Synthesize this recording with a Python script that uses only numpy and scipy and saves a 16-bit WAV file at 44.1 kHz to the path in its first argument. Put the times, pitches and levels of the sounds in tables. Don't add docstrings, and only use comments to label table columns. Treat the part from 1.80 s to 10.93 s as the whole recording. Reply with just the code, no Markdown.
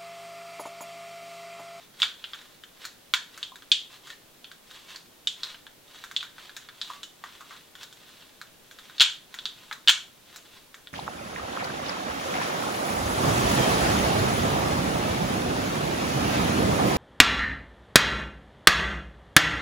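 import sys
import numpy as np
from scipy import signal
from scipy.fft import rfft, irfft, next_fast_len
from scipy.io import wavfile
from scipy.ndimage import uniform_filter1d, minimum_filter1d

SR = 44100
rng = np.random.default_rng(int(sys.argv[2]) if len(sys.argv) > 2 else 0)


def store_wav(level_fs):
    pcm = np.round(np.clip(np.atleast_2d(level_fs), -1, 1) * 32767)
    wavfile.write(sys.argv[1], SR, pcm.T.astype(np.int16))


N = 402633

# [middle t/s, half length/s, level/dB before the rub mix]
STROKES = [(0, 0.034, -56.5), (0.226, 0.032, -43), (0.523, 0.12, -54.5), (1.039, 0.035, -48),
           (1.579, 0.054, -53), (2.137, 0.025, -51), (2.284, 0.031, -49), (2.953, 0.051, -50.5),
           (3.116, 0.042, -49), (3.658, 0.059, -48), (4.195, 0.078, -52), (4.41, 0.045, -54.5),
           (4.625, 0.041, -51), (4.788, 0.044, -56), (5.086, 0.069, -48), (5.53, 0.067, -56),
           (5.731, 0.063, -53), (6.019, 0.017, -46), (6.326, 0.12, -56.5), (7.098, 0.098, -57),
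           (7.588, 0.042, -54), (7.82, 0.077, -56.5), (8.539, 0.038, -53), (8.742, 0.049, -55)]
# [f/Hz, width/Hz of one filter pass, relative level/dB]
TOOL_MODES = [(3466, 965, 11.5), (2646, 110, -5.5), (4174, 520, -5)]


def undb(db):
    return 10 ** (np.asarray(db) / 20)


def unit(x):
    return x / np.sqrt(np.mean(x ** 2))


def along(points, hz):
    f, value = np.transpose(points)
    return np.interp(np.log(np.maximum(hz, 1)), np.log(f), value)


def colour(x, points):
    size = next_fast_len(len(x))
    gain = undb(along(points, np.fft.rfftfreq(size, 1 / SR)))
    return irfft(rfft(x, size) * gain, size)[:len(x)]


def add(track, s, sound):
    i = max(int(s * SR), 0)
    part = sound[:max(len(track) - i, 0)]
    track[i:i + len(part)] += part


def stereo(mid, side):
    return np.array([mid + side, mid - side])


def quiet(db=-57.0):
    # [f/Hz, relative level/dB per Hz]
    tone_points = [(20, 3), (45, -7), (80, -2), (130, 1.5), (300, 2), (550, -.5), (1000, -5), (2000, -8),
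                   (3500, -7.5), (5000, -10), (8000, -12), (12000, -12.5)]
    # [f/Hz, side minus mid level/dB]
    width_points = [(25, -21), (70, -6.5), (150, -4.5), (400, -3), (1500, -1.5), (8000, -1), (16000, 0.5)]
    mid = unit(colour(rng.standard_normal(N), tone_points))
    side = unit(colour(rng.standard_normal(N), tone_points))
    return undb(db) * stereo(mid, colour(side, width_points))


def room(push, t60, tail_db, side_db, build_s=0.001464, size=14000):
    # [delay t/s, level/dB re direct]
    reflections = [(.0019, -19.5), (.0046, -10.5), (.0071, -10.5), (0.0101, -14), (0.0152, -17)]
    t = np.arange(size) / SR
    fade = undb(-60 * t / t60) * (1 - np.exp(-(t / build_s) ** 2))
    tail = undb(tail_db) * rng.standard_normal((2, size)) * fade / np.linalg.norm(fade)
    mid, side = tail
    early = np.zeros(size)
    add(early, 0, push)
    for delay_s, db in reflections:
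        moved = rng.uniform(.92, 1.08)
        add(early, delay_s * moved, undb(db) * push)
    return stereo(early + mid, undb(side_db) * side)


def contact(chatter_db, settle_s, size=2048):
    t = np.arange(size) / SR
    chatter = unit(rng.standard_normal(size) ** 3)
    push = undb(chatter_db) * chatter * np.exp(-t / settle_s)
    push[0] += 1
    return push / np.linalg.norm(push)


def ring(push, modes, main_hz=None, others_db=0):
    shift = main_hz / modes[0][0] if main_hz else 1
    out = 0
    for k, (hz, width_hz, db) in enumerate(modes):
        hz = hz * shift
        b, a = signal.iirpeak(hz, hz / min(width_hz, SR / 5), fs=SR)
        mode = signal.sosfilt([np.r_[b, a]] * 2, push)
        out = out + undb(db + others_db * (k > 0)) * mode
    return out / np.sqrt(np.mean(out[:, :int(.004 * SR)] ** 2))


def thump(s=7.2065, db=-24, decay_s=0.00051, size=1024):
    out = np.zeros(N)
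    add(out, s, undb(db) * np.exp(-np.arange(size) / SR / decay_s))
    return out


def friction(grains_per_s, spread_db, catch_db, catch_s):
    sizes = undb(spread_db * np.minimum(rng.exponential(size=N), 3))
    sizes = sizes * rng.choice([-1, 1], N)
    caught = rng.random(N) < grains_per_s / SR
    grains = unit(sizes * caught) + rng.standard_normal(N)
    spurts = unit(uniform_filter1d(rng.standard_normal(N), int(catch_s * SR)))
    return grains * undb(catch_db * spurts)


def rubs(rub_db=-2, skin_db=-14.5, shuffle_db=-66):
    # [f/Hz, relative level/dB per Hz]
    scrape_points = [(300, -21), (800, -12), (1450, -6.5), (2200, -9.5), (2800, -6.5), (3500, -1.5),
                     (4300, -8), (5200, -13.5), (7200, -18), (9500, -28), (16000, -46.5)]
    # [f/Hz, relative level/dB per Hz]
    skin_points = [(500, -17), (1500, -4), (5000, -8.5), (7500, -0.5), (10000, -4.5), (14000, -7)]
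    t = np.arange(N) / SR
    grip = np.full(N, undb(shuffle_db))
    for s, half_s, db in STROKES:
        grip += undb(db) * np.exp(-.5 * ((t - s) / half_s) ** 2)
    scrape = friction(grains_per_s=1800, spread_db=4.5, catch_db=3.5, catch_s=.008)
    scrape = undb(rub_db) * unit(colour(scrape, scrape_points))
    skin = undb(skin_db) * unit(colour(rng.standard_normal(N), skin_points))
    return grip * (scrape + skin)


def creaks(slip_s=0.0063, swell_s=0.00078, size=12000):
    # [t/s, f/Hz, rms level/dB over the first 20 ms before the room, t60/s]
    creak_rows = [(1.718, 1000, -53, 0.018), (2.3, 1810, -46.5, .015), (5.1, 1148, -40.5, 0.046),
                  (5.234, 3000, -47, 0.062), (5.607, 1170, -50, 0.037)]
    out, t = np.zeros(N), np.arange(size) / SR
    for s, hz, db, t60 in creak_rows:
        mode = np.sin(2 * np.pi * hz * t) * undb(-60 * t / t60) * (1 - np.exp(-t / swell_s))
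        slips = contact(chatter_db=-12.0, settle_s=slip_s)
        tone = signal.fftconvolve(slips, mode)[:size]
        add(out, s, undb(db) * tone / np.sqrt(np.mean(tone[:SR // 50] ** 2)))
    return out


def stray_clicks(odds_per_s=6.2, over_rub_db=2.5, spread_db=1.5, upper_re_rub_db=-7.5):
    rows = []
    draws = rng.uniform(-1.1, 1, (len(STROKES), 4))
    for (s, half_s, rub_db), (chance, when, tool, chassis) in zip(STROKES, draws):
        if abs(chance) < odds_per_s * 2 * half_s:
            db = rub_db + over_rub_db
            rows.append((s + when * half_s, TOOL_MODES[0][0], db + spread_db * tool,
                         db + spread_db * chassis, db + upper_re_rub_db))
    return rows


def touch(tool_db, chassis_db, upper_db):
    hollowness_db = chassis_db - tool_db
    snap_db = max(tool_db + 13, 0)
    chassis_hz = 1540 - 31 * max(hollowness_db - 3, 0)
    tick_db = upper_db - 3.5 + 0.75 * min(hollowness_db, 0) + .45 * snap_db
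    return chassis_hz, tick_db


def clicks(give_hz=6000):
    # [t/s, tool f/Hz, tool level/dB, chassis level/dB, upper ring level/dB]
    click_rows = [(0.2011, 3640, -36.5, -40, -44), (0.2195, 3430, -14, -36, -38),
                  (0.2298, 3490, -18.5, -23, -38.5), (.441, 3260, -31.5, -41.5, -72),
                  (.534, 3480, -33, -39, -63), (0.546, 3450, -47.5, -42.5, -55),
                  (.8369, 3250, -41.5, -45.5, -61), (1.0522, 4180, -34.5, -36, -40.5),
                  (1.3378, 3520, -15.5, -19.5, -29.5), (1.577, 4460, -49.5, -42, -46.5),
                  (1.629, 3460, -26, -43, -43.5), (1.7572, 3800, -44, -44.5, -52),
                  (1.8224, 3350, -47.5, -48, -60), (1.9173, 3390, -10, -37, -28.5),
                  (2.3025, 3830, -41, -43.5, -51), (2.6442, 3300, -39, -52, -63),
                  (2.7153, 3600, -44.5, -43, -55.5), (3.159, 4470, -37, -45, -47.5),
                  (3.4721, 3470, -17.5, -40.5, -34.5), (3.633, 3980, -25.5, -39, -42.5),
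                  (3.7448, 3130, -43, -45, -72), (3.8671, 3400, -43.5, -45, -61),
                  (4.2394, 3660, -40.5, -37, -48), (4.313, 3570, -44.5, -38.5, -50),
                  (4.3641, 3530, -19.5, -44, -39.5), (4.408, 3440, -32, -52, -61),
                  (4.4284, 3590, -38, -36, -51), (4.5823, 3250, -50.5, -42, -65),
                  (4.6944, 3550, -45, -41, -61), (4.7656, 3780, -37.5, -42, -42),
                  (4.8882, 3660, -43, -43, -63), (5.0147, 3760, -27, -41, -46),
                  (5.102, 3580, -55.5, -39, -54), (5.2319, 3600, -35, -44.5, -42.5),
                  (5.439, 3430, -45.5, -33.5, -53), (5.6076, 3700, -55, -46, -54),
                  (5.7077, 3380, -53, -42, -59), (5.953, 3340, -44, -45, -55),
                  (6.0317, 3700, -41.5, -44.5, -46.5), (6.1265, 3480, -46.5, -51.5, -53),
                  (6.6145, 3900, -41.5, -37, -50), (6.9121, 3520, -46, -46, -53),
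                  (6.9874, 3600, -45, -46, -58), (7.0976, 3660, -48.5, -45, -62),
                  (7.1818, 3810, -34, -47, -53), (7.1981, 3500, -15.5, -39, -42),
                  (7.2059, 3220, -10.5, -25, -23), (7.2123, 3360, -6, -18.5, -25.5),
                  (7.2185, 3430, -16.5, -30, -26), (7.5416, 3530, -40.5, -38, -46.5),
                  (7.588, 3540, -31.5, -41, -55), (7.6554, 3600, -24.5, -38.5, -40.5),
                  (7.9125, 3430, -40, -30.5, -56), (7.9265, 3770, -34, -34.5, -45),
                  (8.0755, 3440, -14, -24.5, -35), (8.0829, 3150, -7.5, -23, -23.5),
                  (8.0933, 3410, -11.5, -18, -23), (8.5604, 3920, -44.5, -44, -45),
                  (8.9434, 3580, -45.5, -42, -54.5), (9.072, 3450, -39.5, -47.5, -68)]
    # [f/Hz, width/Hz of one filter pass, relative level/dB]
    chassis_modes = [(1465, 810, 12), (1033, 280, -6), (2105, 210, 6.5), (403, 1000, -22.5)]
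    upper_modes = [(6820, 1500, 0.5), (5940, 2500, 3)]
    tick_modes = [(10400, 5000, -5.5), (13700, 14000, 2)]
    out = np.zeros((2, N))
    give = signal.butter(2, give_hz, fs=SR, output="sos")
    for s, tool_hz, tool_db, chassis_db, upper_db in click_rows + stray_clicks():
        chassis_hz, tick_db = touch(tool_db, chassis_db, upper_db)
        light = np.clip(-chassis_db / 40, 0, 1)
        tool = room(contact(chatter_db=-26 + 7.2 * light, settle_s=0.0033),
                    t60=0.3, tail_db=-5.5, side_db=-7.5)
        chassis = room(contact(chatter_db=-21.5, settle_s=0.00365), t60=0.32, tail_db=-6.0, side_db=-5.5)
        upper = room(contact(chatter_db=-11, settle_s=0.0068), t60=0.3, tail_db=-2, side_db=-7.5)
        tick = room(contact(chatter_db=-26, settle_s=0.0052), t60=0.11, tail_db=0.5, side_db=0)
        rounded = signal.sosfilt(give, tool)
        sound = undb(tool_db) * ring(rounded, TOOL_MODES, tool_hz, others_db=17 * (1 - light))
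        sound += undb(chassis_db) * ring(chassis, chassis_modes, chassis_hz, others_db=12.5 - 16 * light)
        sound += undb(upper_db) * ring(upper, upper_modes)
        sound += undb(tick_db) * ring(tick, tick_modes)
        for track, part in zip(out, sound):
            add(track, s, part)
    return out


def scene():
    walls = room(np.ones(1), t60=0.28, tail_db=-2.5, side_db=-9.5)
    handling = creaks() + rubs()
    sliding = signal.fftconvolve(handling[None], walls, axes=1)[:, :N]
    return quiet() + thump() + sliding + clicks()


def record(dry, hold_s=0.00074, top_hz=15900):
    hold = int(hold_s * SR)
    peak = np.abs(dry).max(axis=0)
    gain = minimum_filter1d(1 / np.maximum(peak, 1), 2 * hold + 1)
    limited = dry * uniform_filter1d(gain, hold)
    top_cut = signal.ellip(12, .1, 90, top_hz, fs=SR, output="sos")
    return signal.sosfilt(top_cut, limited)


dry = scene()
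out = record(dry)
store_wav(out)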